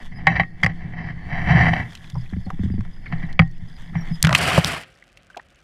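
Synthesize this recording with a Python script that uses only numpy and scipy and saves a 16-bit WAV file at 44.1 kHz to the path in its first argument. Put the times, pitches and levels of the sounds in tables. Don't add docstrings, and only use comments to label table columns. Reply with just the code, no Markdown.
import sys
import numpy as np
from scipy import signal
from scipy.fft import rfft, irfft, next_fast_len
from scipy.io import wavfile
from scipy.ndimage import uniform_filter1d, minimum_filter1d, map_coordinates

SR = 44100
rng = np.random.default_rng(int(sys.argv[2]) if len(sys.argv) > 2 else 0)


def to_wav(s):
    ch = np.atleast_2d(s).T
    pcm = np.round(np.clip(ch, -1, 1) * 32767)
    wavfile.write(sys.argv[1], SR, pcm.astype(np.int16))


N = 248327
TIME = np.arange(N) / SR
AGE = np.arange(SR // 3) / SR


def amp(db):
    return 10 ** (np.asarray(db) / 20)


def unit(x):
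    return x / np.sqrt(np.mean(x ** 2) + 1e-20)


def peak_one(x):
    return x / (np.abs(x).max() + 1e-20)


def curve(rows):
    return np.interp(TIME, *np.transpose(rows))


def wobble(rate):
    return map_coordinates(rng.standard_normal(int(N * rate / SR) + 4), [TIME * rate])


def filtered(x, response):
    size = next_fast_len(len(x) + SR // 4)
    return irfft(rfft(x, size) * response(np.fft.rfftfreq(size, 1 / SR)), size)[:len(x)]


def coloured(x, points):
    freqs, db = np.transpose(points)
    return filtered(x, lambda hz: amp(np.interp(np.log(hz + 1), np.log(freqs), db, left=-120)))


def resonate(x, modes, scatter_db=0):
    gains = amp(scatter_db * rng.standard_normal(len(modes)))
    return filtered(x, lambda f: sum(
        (-1) ** k * gains[k] * amp(db) * 1j * f * width / (hz * hz - f * f + 1j * f * width)
        for k, (hz, width, db) in enumerate(modes)))


def soften(x, edge_hz, order=2):
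    return signal.sosfilt(signal.butter(order, min(edge_hz, SR / 2 - 100), fs=SR, output="sos"), x)


def noise():
    return rng.standard_normal(N)


def grains(rate, spread_db):
    happens = rng.random(N) < rate / SR
    size = amp(spread_db * np.clip(noise(), -2, 2))
    return unit(happens * size * rng.choice([-1, 1], N))


def burst(fade_s):
    return rng.standard_normal(len(AGE)) * np.exp(-np.log(1000) * AGE / fade_s)


def arch(length_s):
    return np.sin(np.pi * np.minimum(AGE / length_s, 1))


def add(track, start, sound):
    room = track[round(start * SR):][:len(sound)]
    room += sound[:len(room)]


def sway():
    level_db = -32.5 + 3.5 * wobble(2.7)
    return amp(level_db) * unit(soften(resonate(noise(), [(11, 4.8, 0)]), 30, order=4))


def twitter():
    out = np.zeros(N)
    for hz in (4420, 5000):
        narrow = [(hz, 260, 0)]
        out += amp(-75 + 4.5 * wobble(14)) * unit(resonate(resonate(noise(), narrow), narrow))
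    return out


def bubble(hz, fade_s):
    pitch = hz * (1 + 0.087 * np.minimum(AGE / fade_s, 1))
    swell = (1 - np.exp(-AGE / 0.0024)) * np.exp(-np.log(1000) * AGE / fade_s)
    return peak_one(swell * np.sin(2 * np.pi * np.cumsum(pitch) / SR))


def swarm(start, end, centre_hz, spread_db, count):
    out = np.zeros(N)
    for when, smallness, weakness in rng.random((count, 3)):
        hz = centre_hz * 2 ** (2.2 * (smallness - .5))
        add(out, start + when * (end - start), amp(-spread_db * weakness) * bubble(hz, fade_s=24 / hz))
    return out


# frequency in Hz, level in dB.
MURMUR_TONE = [(24, -39.5), (40, 13.5), (491, -6.5), (529, 5), (965, -25.5), (1210, -7), (1630, -6.5),
               (1760, -25), (2320, -25.5), (4030, -47), (6330, -34), (16000, -59)]
def underwater():
    stragglers = amp(-50) * swarm(4.8, 5.62, centre_hz=3000, spread_db=15, count=28)
    murmur = amp(-59.5) * unit(coloured(noise(), MURMUR_TONE))
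    crackle = amp(-68) * unit(resonate(grains(140, 5), [(2600, 1800, 0), (8000, 5000, -10)]))
    return stragglers + murmur + crackle


# start in seconds, peak level in dB, pitch in Hz.
THIN_SQUEAKS = [(0.137, -49, 5010), (2.145, -48, 4900), (2.44, -49, 4330), (2.70, -53, 4800),
                (2.92, -52, 4940), (3.655, -51, 4900), (3.72, -51, 4900), (3.96, -44, 5620),
                (4.10, -40.5, 5020)]
def squeaks():
    out = np.zeros(N)
    for start, db, hz in THIN_SQUEAKS:
        pitch = hz * (1 + 0.014 * wobble(440)[:len(AGE)])
        phase = 2 * np.pi * np.cumsum(pitch) / SR
        swell = arch(length_s=0.081) * amp(6.5 * wobble(120)[:len(AGE)])
        tone = np.sin(phase) + amp(-18.5) * np.sin(2.1 * phase)
        add(out, start, amp(db) * peak_one(swell * tone))
    return out


# time in seconds, base level in dB.
MESH_FLOW = [(0.0, -71), (0.24, -80), (0.41, -77), (1.06, -82.5), (1.67, -57.5), (1.8, -65), (2.8, -76.5),
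             (3.27, -71.5), (3.39, -82.5), (3.7, -73.5), (4.2, -68)]
# frequency in Hz, level in dB.
SLOSH_TONE = [(240, -68), (400, -13.5), (1090, -5), (1220, -11.5), (1870, 0), (2510, -16.5), (3420, -1.5),
              (4110, -20), (5030, -20), (6240, -19), (10700, -30), (13100, -33), (16000, -57)]
MIST_TONE = [(3000, -23), (5500, 1.5), (8000, -5.5), (11000, -3), (16000, -23.5)]
def mesh_water():
    flow_db = curve(MESH_FLOW)
    spray = grains(600, 5) + 0.72 * noise()
    slosh = amp(flow_db + 12.5 + 2.6 * wobble(25) + 3 * wobble(13)) * unit(coloured(spray, SLOSH_TONE))
    mist = amp(flow_db - 1.5) * unit(coloured(noise(), MIST_TONE))
    drips = amp(flow_db + 27) * swarm(1.9, 4.2, centre_hz=2600, spread_db=14, count=110)
    return slosh + mist + drips


def splat(hz, fade_s):
    return peak_one(soften(resonate(burst(fade_s), [(hz, hz * .6, 0)]), hz * 1.4, order=1))


# start in seconds, peak level in dB, pitch in Hz.
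WET_TICKS = [(1.931, -35, 2650), (1.952, -25.5, 3100), (1.973, -38, 2590), (2.043, -33, 1840),
             (2.1, -30.5, 3520), (2.503, -21, 1100), (2.807, -32, 1400), (2.851, -35.5, 880),
             (3.328, -33, 3270), (4.834, -30, 2350), (5.173, -33, 3100), (5.372, -26.5, 2800)]
def wet_ticks():
    out = np.zeros(N)
    for start, db, hz in WET_TICKS:
        add(out, start, amp(db) * splat(hz, fade_s=0.021))
    for when, smallness in rng.random((10, 2)):
        start = np.interp(when, [0, 1], [1.85, 4.15])
        add(out, start, amp(-50) * splat(5700 * 2 ** (smallness - .5), fade_s=0.0083))
    return out


# start in seconds, level in dB, pitch in Hz, fade time in seconds.
BIG_BUBBLES = [(2.151, -29.5, 976, 0.071), (2.466, -35.5, 750, 0.13), (2.506, -35, 780, 0.091),
               (3.058, -26, 2133, 0.08), (5.024, -36.5, 1970, 0.0098), (5.301, -35.5, 1490, 0.025),
               (5.345, -31.5, 1673, 0.031), (5.366, -20.5, 780, 0.066), (5.372, -46, 1600, 0.015),
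               (5.395, -27.5, 1820, 0.022)]
def plops():
    out = np.zeros(N)
    for start, db, hz, fade_s in BIG_BUBBLES:
        puff = burst(fade_s) * (1 - np.exp(-AGE / 0.001))
        plop = peak_one(soften(resonate(puff, [(hz, hz * 0.11, 0)]), hz * 0.64))
        add(out, start, amp(db) * (0.37 * bubble(hz, fade_s) + 0.77 * plop))
    return out


# pitch in Hz, width in Hz, level in dB.
HANDLE_NOTES = [(68, 10.8, 4), (104.8, 16, 0.5), (121.9, 8.6, 4.5), (164.6, 15.3, 7), (246, 42, -13.5),
                (278, 17, -11.5), (313, 24, -17)]
def thump(push_hz):
    phase = 2 * np.pi * push_hz * AGE
    push = np.sin(phase) * phase * np.exp(-phase / 2.72)
    return peak_one(soften(resonate(push, HANDLE_NOTES, scatter_db=3), 520))


# start in seconds, peak level in dB, pitch of the push in Hz.
BAG_TUGS = [(0.115, -30.5, 134), (0.842, -21.5, 153), (1.13, -28, 162), (1.325, -20, 165), (1.5, -10, 140),
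            (1.542, -6.5, 140), (2.129, -21.5, 116), (2.162, -18, 125), (2.528, -23.5, 217),
            (3.233, -21, 203), (3.618, -24.5, 162), (4.108, -15, 185)]
def tugs():
    out = np.zeros(N)
    for start, db, hz in BAG_TUGS:
        add(out, start, amp(db) * thump(hz))
    return out


# time of full force in seconds, hold in seconds,
# base level in dB, build-up in seconds.
FRAME_SHOVES = [(0.0, 0.024, -47, 0.022), (0.19, 0.043, -48.5, 0.097), (0.303, 0.11, -32, 0.079),
                (0.678, 0.028, -42.5, 0.12), (0.815, 0.066, -48, 0.13), (1.001, 0.089, -42, 0.23),
                (1.332, 0.066, -38.5, 0.2), (1.51, 0.17, -21.5, 0.12), (1.732, 0.071, -30, 0.15),
                (3.141, .16, -47.5, 0.17), (3.952, 0.16, -47.5, 0.092)]
def shoving():
    resting_db, rise_db = -62, 21.5
    power = amp(resting_db) ** 2
    for full, hold, db, build in FRAME_SHOVES:
        before = np.maximum(full - TIME, 0) / build
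        after = np.maximum(TIME - full - hold, 0) / (build / 2)
        power = power + amp(db - rise_db * (before + after)) ** 2
    return 10 * np.log10(power)


# pitch in Hz, width in Hz, level in dB.
FRAME_NOTES = [(728.4, 81, -2), (1087, 230, -11), (1756, 182, -2), (1968, 82, 2), (2084, 51, 0),
               (2286, 92, -6.5), (2630, 43, -11.5), (3100, 155, -14), (3908, 39, -16.5), (4680, 330, -22),
               (5790, 170, -21), (7800, 1000, -42.5)]
def scraping():
    shove_db = shoving()
    grit = amp(2.4 * wobble(35.15)) * (grains(1300, 5) + 0.5 * noise())
    scrape = amp(shove_db + 4) * unit(soften(resonate(grit, FRAME_NOTES), 3100))
    shake = grains(600, 1.8)
    handle = resonate(shake, HANDLE_NOTES) + amp(-12) * resonate(shake, [(207, 128, 0)])
    boom = amp(-4 + 0.63 * shove_db) * unit(soften(handle, 850))
    return scrape + boom


# start in seconds, peak level in dB, length in seconds.
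STONE_SKIDS = [(0.11, -34.5, 0.025), (0.179, -37, 0.026), (0.286, -21, 0.06), (0.351, -12, 0.026),
               (1.73, -9.5, 0.011), (2.331, -32, 0.0081), (3.219, -29, 0.025)]
def skids():
    out = np.zeros(N)
    for start, db, length_s in STONE_SKIDS:
        rub = arch(length_s) * rng.standard_normal(len(AGE))
        rasp = soften(resonate(rub, FRAME_NOTES, scatter_db=2), 3900, order=3)
        add(out, start, amp(db) * peak_one(rasp))
    return out


# start in seconds, level in dB.
HANDLE_SLIPS = [(2.324, -21), (2.364, -20.5), (2.462, -24), (2.591, -17.5), (2.633, -16), (2.658, -19.5),
                (2.7, -18.5), (2.738, -19.5), (2.779, -19), (2.788, -23)]
def judders():
    high_hz, low_hz = 770, 181.4
    pitch = low_hz + (high_hz - low_hz) * np.exp(-AGE / 0.00257)
    swell = (1 - np.exp(-AGE / 0.00071)) * (low_hz / pitch) ** 3.1 * np.exp(-AGE / 0.015)
    chirp = peak_one(swell * np.sin(2 * np.pi * np.cumsum(pitch) / SR))
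    out = np.zeros(N)
    for start, db in HANDLE_SLIPS:
        tap = peak_one(soften(resonate(burst(.012), FRAME_NOTES, scatter_db=2), 2500))
        add(out, start, amp(db) * (chirp + amp(-0.5) * thump(push_hz=90) + amp(-21) * tap))
    return out


# pitch in Hz, width in Hz, level in dB.
CRACK_NOTES = [(516, 59, -2), (1220, 294, 0.5), (2077, 194, 11.5), (3360, 100, -7.5), (4630, 110, -5),
               (6420, 420, -28.5), (7500, 620, -45.5), (11200, 850, -51.5)]
CASE_NOTES = [(780, 19, 3), (1106, 32, -3)]
HOOP_NOTES = [(1880, 10.4, 2), (1850, 3.6, -8)]
# start in seconds, ring level in dB, crack level in dB,
# treble limit of the crack in Hz (higher sounds harder), thump level in dB.
STONE_HITS = [(0.2696, 2.5, -10, 6000, -16.5), (0.3968, -6, -10, 3000, -19.5),
              (0.432, -28, -23.5, 2940, -32), (0.6307, -15, -16.5, 6800, -38),
              (0.6341, -23, -2.5, 6640, -10), (0.644, -14.5, -11, 7000, -30.5),
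              (0.6619, -15.5, -7, 5850, -25), (1.665, -11.5, -16.5, 2360, -18.5),
              (3.124, -22.5, -20.5, 1810, -15), (3.3925, -10.5, 1.5, 2160, -2.5),
              (3.418, -23.5, -21, 2520, -27.5), (3.953, -24, -29, 2200, -13.5)]
def knocks():
    out = np.zeros(N)
    tap = 1. * (AGE == 0)
    for start, ring_db, crack_db, hardness_hz, thump_db in STONE_HITS:
        contact = burst(0.0042) + amp(-15) * burst(0.061)
        ring = peak_one(soften(resonate(contact, FRAME_NOTES), 3300, order=3))
        crack = peak_one(soften(resonate(burst(0.024), CRACK_NOTES), hardness_hz))
        case = amp(-9) * peak_one(soften(resonate(tap, CASE_NOTES), 2500))
        hoop = amp(-20.5) * peak_one(soften(resonate(tap, HOOP_NOTES), 3500))
        add(out, start, amp(ring_db) * (ring + case + hoop) + amp(crack_db) * crack)
        add(out, start + 0.00045, amp(thump_db) * thump(push_hz=176))
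    return out


# time in seconds, base level in dB.
PLUNGE_FLOW = [(4.3, -47.5), (4.39, -30.5), (4.48, -27.5), (4.57, -27.5), (4.625, -37), (4.68, -30.5),
               (4.78, -38), (4.86, -58.5), (5.0, -68)]
# frequency in Hz, level in dB.
RUSH_TONE = [(150, -40.5), (250, -8.5), (339, -12), (617, -7.5), (715, -2), (908, -13.5), (1230, -9.5),
             (1630, -6.5), (3050, -8.5), (3430, -15.5), (5470, -26.5), (6000, -29), (7800, -56.5),
             (13200, -120)]
FIZZ_TONE = [(2500, -30), (4600, -0.5), (6400, -9.5), (7600, -5.5), (10000, -8.5), (15000, -22.5),
             (16000, -26)]
def plunge():
    flow_db = curve(PLUNGE_FLOW)
    surge_db = -17 - 105 * np.abs(TIME - 4.24)
    churn = amp(wobble(60)) * grains(6500, 4.9)
    rush = amp(flow_db + 6) * unit(coloured(churn, RUSH_TONE))
    fizz_db = -0.5 + 1.154 * flow_db + 3.5 * wobble(70)
    fizz = amp(fizz_db) * unit(coloured(grains(2500, 4.9), FIZZ_TONE))
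    shake = (amp(flow_db - 1.5) + amp(surge_db)) * unit(soften(resonate(noise(), HANDLE_NOTES), 600))
    gurgle = amp(-19) * swarm(4.275, 4.345, centre_hz=1200, spread_db=9, count=16)
    boil = amp(flow_db + 7.5) * swarm(4.37, 4.8, centre_hz=1600, spread_db=12, count=110)
    return rush + fizz + shake + gurgle + boil


# start in seconds, peak level of the splat in dB, pitch in Hz,
# fade time in seconds, thump level in dB.
WATER_SLAPS = [(4.2272, 4.5, 6970, 0.0068, -29), (4.24, -12.5, 1735, 0.019, 3),
               (4.248, -4.5, 1932, 0.029, -20.5), (4.27, -8, 1720, 0.02, -5),
               (4.293, -7.5, 1750, 0.015, -43.5), (4.306, -16, 1245, 0.035, -8),
               (4.3278, -6, 1560, 0.018, -4), (4.3494, 17, 2290, 0.012, -13.5),
               (4.359, -11, 2520, 0.039, -12), (4.578, -3, 630, 0.035, 3.5),
               (4.646, -2, 3460, 0.0028, -10.5)]
def slaps():
    out = np.zeros(N)
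    for start, db, hz, fade_s, thump_db in WATER_SLAPS:
        add(out, start, amp(db) * splat(hz, fade_s))
        add(out, start, amp(thump_db) * thump(push_hz=140) * np.exp(-AGE / 0.012))
    return out


def scene():
    in_air = np.interp(TIME, [4.228, 4.245], [1, 0])
    dragging = scraping() + mesh_water() + sway()
    blows = knocks() + skids() + tugs() + judders()
    above = in_air * (dragging + squeaks() + twitter())
    below = (1 - in_air) * (plunge() + underwater())
    return (above + below + blows + slaps() + wet_ticks() + plops())[None]


def record(dry):
    top_hz = 15700
    needed_gain = 1 / np.maximum(np.abs(dry[0]), 1)
    gain = uniform_filter1d(minimum_filter1d(needed_gain, size=21), size=21)
    return filtered(dry[0] * gain, lambda hz: 1 / (1 + (hz / top_hz) ** 90))[None]


dry = scene()
out = record(dry)
to_wav(out)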